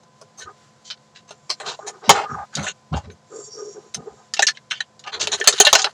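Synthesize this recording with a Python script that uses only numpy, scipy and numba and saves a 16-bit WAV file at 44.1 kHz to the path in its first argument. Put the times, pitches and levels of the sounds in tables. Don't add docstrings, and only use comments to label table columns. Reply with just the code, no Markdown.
import sys
import numpy as np
from scipy import signal
from scipy.fft import rfft, irfft
from scipy.io import wavfile
from scipy.ndimage import uniform_filter1d
from numba import njit

SR = 44100
rng = np.random.default_rng(int(sys.argv[2]) if len(sys.argv) > 2 else 0)


def attenuation_scalar(level_db):
    decades = np.asarray(level_db, float) / 20
    return 10 ** decades


def dump_mix(stems):
    frames = np.atleast_2d(stems).T
    limited = np.clip(frames, -1, 1)
    pcm = np.round(limited * 32767).astype(np.int16)
    wavfile.write(sys.argv[1], SR, pcm)


N = 261513

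# (time [s], peak at 2.5-5 kHz before tail cut [dB], boom tilt 0.3-1.2 kHz [dB],
# tick tilt 5-8 kHz [dB], rattle t60 [s], favoured ring [Hz])
PLUG_TAPS = [(.214, -47, 2.5, 2, 0.057, 494), (.9023, -19.5, -30, -17, .09, 4260),
             (.9737, -48.5, -12, -3, .06, 4150), (1.308, -32, -5, -5, 0.069, 800),
             (1.5017, -12, -14.5, -3, 0.094, 3700), (1.6005, -28, -12, -10.5, 0.14, 2070),
             (1.7912, -46, 17, -12, 0.041, 1140), (2.0935, 1.5, -9, -11.5, 0.074, 720),
             (2.1022, -11.5, -9.5, -8, 0.12, 800), (2.5527, -16.5, -34, -4, 0.035, 4400),
             (2.5698, -25, -10, -7, 0.036, 872), (2.6284, -30, 1, 4.5, 0.14, 730),
             (2.6669, -23.5, -16, -28, 0.085, 1530), (2.9379, -27.5, 0, -21.5, 0.19, 860),
             (3.1016, -41.5, -11.5, -18.5, 0.06, 1560), (3.9452, -23, -24.5, -1, 0.055, 5640),
             (4.338, -13, -32, -7, 0.046, 3570), (4.3675, -21, -25, -9, 0.056, 2350),
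             (4.3934, -5.5, -10.5, -11.5, 0.041, 1000), (4.423, -11, -28.5, -1, 0.055, 1780),
             (4.4685, -5.5, -42, -5, 0.091, 4300), (4.4831, -13, -30, -18, 0.062, 1770),
             (4.5717, -30.5, -43.5, -18, .032, 1780), (4.7104, -12, -23.5, -11.5, 0.09, 1780),
             (4.8051, -13.5, -29, -16, 0.033, 1780), (4.9937, -37, -15.5, -1.5, .065, 6850),
             (5.0398, -32.5, -39, -23.5, 0.038, 3060), (5.2724, -9.5, -19, -6, 0.024, 3930),
             (5.4003, -31, -6, 2.5, 0.041, 501), (5.4128, -18, -35, -35, 0.019, 1780),
             (5.4419, -20.5, -10, -5.5, 0.027, 3900), (5.4743, 4.5, -15.5, -2, 0.076, 5840),
             (5.5262, -15.5, -15, -5.5, 0.076, 6000), (5.5794, -16.5, -19.5, -10, 0.1, 4080),
             (5.5877, -20, -39, -14, 0.06, 2720), (5.601, -3, -5, 7, 0.039, 6570),
             (5.6082, 1.6, -27, -1.5, 0.057, 3100), (5.6508, -2.5, -16.5, -1, 0.055, 4030),
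             (5.6679, -1.5, -16, -32, 0.082, 3800), (5.674, 1.3, -38, -11, 0.026, 3930),
             (5.7292, -1, -9, -2.5, 0.067, 3200), (5.7519, -2.5, -8.5, -8, 0.047, 4000),
             (5.8189, -14.5, -30, -4, 0.043, 6530), (5.8438, -4.5, -16, -13.5, 0.049, 3900)]
TAP_HELD_S, HELD_PER_T60 = 0.008, 0.4
TAP_KNOCK_DB, TAP_EDGE_DB = -4, -17.5


def taps():
    rows = []
    for s, db, boom, tick, t60, hz in PLUG_TAPS:
        colour = colours(boom, tick, hz, TAP_KNOCK_DB, TAP_EDGE_DB)
        rows.append((s, db, *colour, t60, TAP_HELD_S + HELD_PER_T60 * t60, hz))
    return strike(rows, tap, spot_db=2.5, broad_db=-3, favour_db=9)


def tap(t, rattle, t60, end_s, click=6.0):
    rise = np.minimum(t / 0.0003, 1)
    return rise * attenuation_scalar(-60 * t / max(t60, 0.005)) * rattle + click * (t == 1 / SR)


# (time [s], peak at 2.5-5 kHz before tail cut [dB], boom tilt [dB], tick tilt [dB],
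# length [s], favoured ring [Hz])
WIRE_BRUSHES = [(0.024, -54, 5.5, 6, 0.026, 6700), (0.372, -40, 1, 13.5, 0.055, 6170),
                (0.399, -31, -27, -2, 0.054, 1500), (0.843, -35.5, -60, -4, 0.072, 4130),
                (1.147, -33.5, -47, -9, 0.056, 2100), (1.276, -40.5, -11, 0, 0.042, 3930),
                (1.493, -26.5, -8, 1, 0.027, 4300), (1.653, -20, -4.5, -7.5, 0.096, 3930),
                (1.862, -29, -4, 4, .045, 6050), (2.032, -31, -5, -7.5, 0.27, 1140),
                (2.135, -22, 2.5, -9, .11, 2790), (2.225, -34, 2, -20.5, 0.036, 3500),
                (2.524, -37.5, -11, -6.5, 0.044, 1500), (2.563, -27.5, -2.5, -3.5, 0.12, 2100),
                (2.628, -27.5, -4.5, -2, 0.047, 6700), (2.661, -20.5, -19, -7.5, .055, 6750),
                (2.924, -38, 13, -6, 0.022, 415), (2.951, -31, 1, 1.5, 0.047, 800),
                (3.031, -46.5, -1.5, -4, 0.053, 1500), (3.107, -61, -11, 11.5, 0.031, 7300),
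                (3.939, -31.5, -30, -2, 0.018, 6400), (4.544, -40.5, -56, -11.5, 0.033, 3090),
                (4.702, -24.5, -48, -5, 0.023, 4800), (4.729, -30.5, -41, -19, 0.11, 2800),
                (5.062, -25.5, -16.5, -16.5, .04, 3070), (5.118, -19, -11.5, -13.5, 0.059, 3930),
                (5.195, -11, -16.5, -6, 0.057, 6330), (5.315, -11, -13, -5.5, .045, 6400),
                (5.447, -21.5, -20, -19, 0.048, 3070), (5.659, -13.5, -27, -3, 0.024, 3007),
                (5.775, -14.5, -24, -6.5, 0.045, 3090), (5.865, -24, -4, -28, 0.013, 800)]
SWELL_SHARE, SWELL_MAX_S = 0.44, 0.027
BRUSH_KNOCK_DB, BRUSH_EDGE_DB = -0.5, -24.5


def brushes():
    rows = []
    for s, db, boom, tick, length_s, hz in WIRE_BRUSHES:
        colour = colours(boom, tick, hz, BRUSH_KNOCK_DB, BRUSH_EDGE_DB)
        swell_s = min(SWELL_SHARE * length_s, SWELL_MAX_S)
        rows.append((s, db, *colour, swell_s, length_s, hz))
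    return strike(rows, brush, spot_db=1.5, broad_db=0, favour_db=8)


def brush(t, rattle, swell_s, end_s):
    swell = (t / swell_s) ** 0.8
    sag = attenuation_scalar(-16 * (t - swell_s) / max(end_s - swell_s, 0.005))
    return rattle * np.where(t < swell_s, swell, sag)


KNOCK_PER_BOOM, EDGE_PER_TICK, RING_LIFT_DB = 0.2, 1.6, 9.5


def colours(boom, tick, ring_hz, knock_db, edge_db):
    lift = RING_LIFT_DB * abs(ring(ring_hz, 1700, 700)) ** 2
    return boom, knock_db + KNOCK_PER_BOOM * boom + lift, tick, edge_db + EDGE_PER_TICK * tick


# (frequency [Hz], relative level [dB], t60 [s])
CASE_MODES = [(211, -7.5, 0.18), (415, 12.5, 0.11), (599, 7.5, 0.027), (736, -3, 0.035), (800, 2, 0.029),
              (925, -20, 0.055), (1140, -8.5, 0.043), (1376, 0, 0.0061), (1500, 6, .035), (1780, 8, 0.041),
              (2100, -9.5, 0.013), (2350, -16.5, 0.058), (2800, 4, 0.02), (3085, 5, 0.036),
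              (3500, -22, 0.075), (3930, 1.5, 0.0069), (4130, 0, 0.0083), (4300, 2.5, 0.033),
              (4800, -4, 0.002), (5400, -4.5, 0.002), (6220, 3, 0.017), (6190, -2, 0.0034),
              (6750, 4.5, 0.0045), (7300, -8.5, 0.0081), (8010, -7, 0.023), (9200, 7, 0.0022)]


def strike(rows, force, spot_db, broad_db, favour_db, size=8192, lead=256):
    out = np.zeros(N + size)
    index = np.arange(size)
    t = np.maximum(index - lead, 0) / SR
    hz = np.fft.rfftfreq(size, 1 / SR)
    modes = np.array([attenuation_scalar(db) * ring(hz, f, np.log(1000) / np.pi / t60) for f, db, t60 in CASE_MODES])
    mode_hz = np.transpose(CASE_MODES)[0]
    core = (hz > 2500) & (hz < 5000)
    for s, peak_db, boom_db, knock_db, tick_db, edge_db, shape_s, end_s, ring_hz in rows:
        spot, rattle = rng.standard_normal(len(CASE_MODES)), rng.standard_normal((2, size))
        favour = abs(ring(mode_hz, ring_hz, 0.08 * ring_hz))
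        share = attenuation_scalar(spot_db * spot + favour_db * favour) * np.sign(spot)
        colour = shape([(110, boom_db - 52.5), (330, boom_db + 2), (1000, boom_db + 13.5),
                        (1700, knock_db), (3500, 0), (6500, tick_db + 0.37), (7600, tick_db - 5),
                        (9500, edge_db + 2), (12000, edge_db - 7), (15000, edge_db - 19),
                        (18000, edge_db - 31.5)], hz)
        stutter = attenuation_scalar(28 * uniform_filter1d(rattle[1], size=120))
        push = force(t, rattle[0] * stutter, shape_s, end_s) * (t > 0)
        sound = rfft(push) * colour * (share @ modes + attenuation_scalar(broad_db))
        wash = rng.standard_normal(size) * attenuation_scalar(-29 - 60 * index / SR / 0.068)
        sound += sound * rfft(wash)
        tail_cut = attenuation_scalar(-6 * (np.maximum(t - end_s, 0) / 0.009) ** 2) * np.minimum(index / lead, 1)
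        core_peak = np.abs(irfft(sound * core)).max()
        i = int(s * SR) - lead
        out[i:i + size] += irfft(sound) * tail_cut * attenuation_scalar(peak_db) / core_peak
    return out[:N]


# (time [s], length [s], cavity [dB], overtones [dB], starting overtone centre [Hz])
FINGER_SLIDES = [(0.404, .04, -41, -53, 1189), (0.452, .075, -42, -43.5, 1318),
                 (1.609, .14, -37.5, -39, 1150), (1.796, .2, -43.5, -44, 1230),
                 (2.013, 0.089, -42, -40, 1100), (2.116, .13, -29, -31, 880),
                 (2.248, 0.059, -42, -32, 1250), (2.284, 0.1, -40.5, -29.5, 1350),
                 (2.359, .095, -56, -29.5, 887), (3.07, .07, -39.5, -59.5, 1100),
                 (3.299, 0.15, -31, -48.5, 1260), (3.461, .07, -50, -59, 1000),
                 (3.531, .04, -39, -54, 1000), (3.564, 0.11, -30, -45, 1299),
                 (3.665, 0.067, -32.5, -58, 1104), (3.744, .07, -31.5, -48, 966),
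                 (3.816, .09, -45, -57, 1000), (3.95, 0.14, -42, -48, 780), (4.052, .1, -41, -46.5, 779),
                 (4.165, .09, -61, -51.5, 859), (5.044, 0.076, -74, -36.5, 1000),
                 (5.146, .235, -35, -42.5, 1050), (5.389, .055, -24, -44, 1000),
                 (5.512, .055, -28.5, -42, 1050), (5.617, 0.067, -58, -24.5, 830),
                 (5.743, .16, -44, -31.5, 880)]
SLIDE_ATTACK_S, SLIDE_RELEASE_S, SLIDE_SAG_DB, LIFT_DB = 0.029, 0.03, -6, -13
CENTRE_SAG = 0.88


def slides():
    stretches = []
    for s, length_s, cavity, over, hz in FINGER_SLIDES:
        release_s = s + max(length_s - SLIDE_RELEASE_S, SLIDE_ATTACK_S)
        stretches.append([
            (s, cavity + LIFT_DB, over + LIFT_DB, hz),
            (s + SLIDE_ATTACK_S, cavity, over, hz),
            (release_s, cavity + SLIDE_SAG_DB, over + SLIDE_SAG_DB, hz * CENTRE_SAG),
            (s + length_s, cavity + LIFT_DB, over + LIFT_DB, hz * CENTRE_SAG ** 2)])
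    return stretches


# (centre [Hz], width per stage [Hz], relative level [dB])
CAVITY_OVERTONES = [(800, 200, 2.5), (1000, 360, -3.5), (1230, 76, 7), (1460, 340, -2)]
CAVITY_HZ, CAVITY_STAGE_WIDTH_HZ = 420.5, 84


def fingers():
    cavity_gain, overtone_db, overtone_hz = played(slides())
    on = cavity_gain > 0
    touching = np.minimum(uniform_filter1d(1.0 * on, size=400), 1) * on
    cavity = cavity_gain * resonant(grit(75, 2.6), [(CAVITY_HZ, CAVITY_STAGE_WIDTH_HZ, 0)])
    rub = resonant(grit(70, 2.5), CAVITY_OVERTONES)
    overtones = unit(sweep(rub, np.maximum(overtone_hz, 500), 370.0))
    return cavity + overtones * attenuation_scalar(overtone_db) * touching


# (time [s], length [s], thump [dB], deep part re thump [dB])
GRIP_SHIFTS = [(0.433, 0.063, -51, -2), (1.668, 0.052, -46.5, 0), (2.076, .13, -25, -9),
               (2.227, 0.052, -41, -39), (2.291, 0.15, -34, 0), (2.55, 0.18, -30, -6.5),
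               (2.911, .11, -17.5, 0), (3.02, 0.14, -37, 4), (3.957, .1, -34.5, -13),
               (4.097, .07, -41.5, -9), (5.142, 0.28, -41.5, -7)]
GRIP_RISE_SHARE, GRIP_START_DB, GRIP_END_DB = 0.28, -12, -21.5


def grips():
    return [[(s, db + GRIP_START_DB, deep),
             (s + GRIP_RISE_SHARE * length_s, db, deep),
             (s + length_s, db + GRIP_END_DB, deep)] for s, length_s, db, deep in GRIP_SHIFTS]


# (centre [Hz], width per stage [Hz], relative level [dB])
THUMP_PEAKS = [(160.5, 50, -1), (192, 84, 1)]
# (centre [Hz], width per stage [Hz], relative level [dB])
DEEP_PEAKS = [(85, 24, 0)]


def thumps():
    gain, deep_db = played(grips())
    deep = attenuation_scalar(deep_db) * resonant(grit(19, 1.7), DEEP_PEAKS)
    return gain * (resonant(grit(30, 5.4), THUMP_PEAKS) + deep)


# (time [s], level [dB], centre [Hz])
PALM_GLIDES = [
    [(1.3, -70, 7200), (1.8, -57, 7000), (2.26, -77, 6300), (2.306, -50.5, 6390), (2.44, -74, 6430)],
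    [(3.27, -70, 7200), (3.348, -41.5, 7300), (3.456, -38.5, 7440), (3.5, -51.5, 5880), (3.52, -41, 5230),
     (3.62, -45, 6230), (3.74, -47, 6460), (3.765, -57, 6390), (4.05, -68, 7000), (4.2, -61, 7000),
     (4.3, -72, 6700)],
]
# (centre [Hz], width per stage [Hz], relative level [dB])
SKIN_BANDS = [(3580, 140, -8.5), (4660, 130, 7), (5130, 180, -20), (5600, 340, 8), (5720, 150, -2.5),
              (6640, 310, 3), (7250, 220, -3), (7315, 200, 4), (7970, 270, -8.5), (8650, 290, -8),
              (9130, 230, -11)]


def palm():
    gain, glide_hz = played(PALM_GLIDES)
    bands = resonant(grit(120, 1.6), SKIN_BANDS)
    centre_hz = np.clip(glide_hz, 3000, 9000)
    favoured = sweep(sweep(bands, centre_hz, 2400.0), centre_hz, 2400.0)
    skin = favoured + 0.34 * bands
    return gain * skin / np.std(skin[gain > 0])


# (time [s], level [dB])
WIRE_DRAGS = [
    [(1.6, -74), (1.676, -38), (1.77, -62)],
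    [(5.17, -66.5), (5.23, -43.5), (5.546, -36.5), (5.67, -28), (5.818, -42.5), (5.92, -48.5)],
]


def drags():
    def walls(hz):
        hump = ring(hz, 3270, 5600) / (1 + (hz / 8500) ** 6)
        return hump * (0.46 + sum(attenuation_scalar(db) * ring(hz, f, 250) for f, db, _ in CASE_MODES[8:]))
    return played(WIRE_DRAGS)[0] * unit(through(grit(150, 2.5), walls))


def played(tables):
    out = np.ones((len(tables[0][0]) - 1, N))
    out[0] = 0
    for rows in tables:
        s, db, *columns = np.transpose(rows)
        now = np.arange(int(s[0] * SR), min(int(s[-1] * SR), N))
        for k, column in enumerate(columns):
            out[k + 1, now] = np.interp(now / SR, s, column)
        to_end = np.minimum(now - now[0], now[-1] - now)
        fade = np.minimum(to_end / (0.0073 * SR), 1)
        out[0, now] += attenuation_scalar(np.interp(now / SR, s, db)) * fade
    return out


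# (frequency [Hz], relative density [dB])
ROOM_SPECTRUM = [(25, -64.5), (60, -17.5), (100, -6), (145, 2.5), (215, -12.5), (280, -12.5), (700, -9),
                 (1100, -11.5), (1500, -13.5), (2600, -22), (4200, -20), (6500, -21), (7500, -21),
                 (8300, -31), (11000, -40.5), (17000, -71)]
SPLIT_HZ, FAN_DB = 1300, -58


def fan():
    bass = through(rng.standard_normal(N),
                   lambda hz: shape(ROOM_SPECTRUM, hz) / (1 + (hz / SPLIT_HZ) ** 4))
    return unit(bass) * attenuation_scalar(FAN_DB + 0.24 * walk(10))


# (time [s], level [dB])
RUSTLE_LEVEL = [(0, -63), (.6, -59.5), (1.2, -64), (2.3, -56.5), (2.5, -59.5), (3.15, -64), (3.4, -59),
                (4.298, -61), (5.0, -63.5), (5.93, -61)]


def rustle():
    treble = through(rng.standard_normal(N),
                     lambda hz: shape(ROOM_SPECTRUM, hz) / (1 + (SPLIT_HZ / (hz + 1)) ** 4))
    level_db = np.interp(np.arange(N) / SR, *np.transpose(RUSTLE_LEVEL))
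    return unit(treble) * attenuation_scalar(level_db + walk(21))


# (frequency [Hz], level before wander [dB rms])
WHINE_LINES = [(215, -65), (510, -67.5), (705, -70.5), (1017, -63.5), (1529, -77)]


def whine():
    t = np.arange(N) / SR
    out = np.zeros(N)
    for f, db in WHINE_LINES:
        level = np.sqrt(2) * attenuation_scalar(db + 1.5 * walk(20))
        out += level * np.sin(2 * np.pi * f * t + 0.8 * walk(24))
    return out


def unit(x):
    return x / np.sqrt(np.mean(x ** 2))


def shape(points, hz):
    at, db = np.transpose(points)
    return attenuation_scalar(np.interp(np.log(hz + 1), np.log(at), db))


def ring(hz, centre_hz, width_hz):
    return 1 / (1 + 1j * (hz - centre_hz ** 2 / (hz + 1)) / width_hz)


def through(x, response):
    return irfft(rfft(x) * response(np.fft.rfftfreq(len(x), 1 / SR)), len(x))


def resonant(x, peaks):
    return unit(through(x, lambda hz: sum(attenuation_scalar(db) * ring(hz, f, w) ** 2 for f, w, db in peaks)))


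def walk(rate):
    k = max(int(SR / rate), 2)
    held = np.repeat(rng.standard_normal(N // k + 1), k)
    return unit(uniform_filter1d(uniform_filter1d(held, k), k)[:N])


def grit(rate, depth_db):
    return unit(rng.standard_normal(N) * attenuation_scalar(depth_db * walk(rate)))


@njit
def sweep(x, hz, width):
    y, band, low = np.empty(len(x)), 0., 0.
    for i in range(len(x)):
        g, k = np.tan(np.pi * hz[i] / SR), width / hz[i]
        v = (band + g * (x[i] - low)) / (1 + g * (g + k))
        band, low, y[i] = 2 * v - band, low + 2 * g * v, k * v
    return y


def scene():
    handling = taps() + brushes() + fingers() + thumps() + palm() + drags()
    return (handling + fan() + rustle() + whine())[None]


def band_limit(x):
    return signal.sosfilt(signal.butter(12, 20000, fs=SR, output="sos"), x)


MIC_LOW_HZ, MIC_TOP_HZ = 64.6, 16100


def record(dry):
    low_cut = signal.butter(2, MIC_LOW_HZ, "high", fs=SR, output="sos")
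    clipped = np.clip(signal.sosfilt(low_cut, dry), -0.98, 0.98)
    band = np.vstack([low_cut, signal.butter(8, MIC_TOP_HZ, fs=SR, output="sos")])
    mix = np.clip(signal.sosfilt(band, clipped), -1, 1)
    return band_limit(mix)


dry = scene()
out = record(dry)
dump_mix(out)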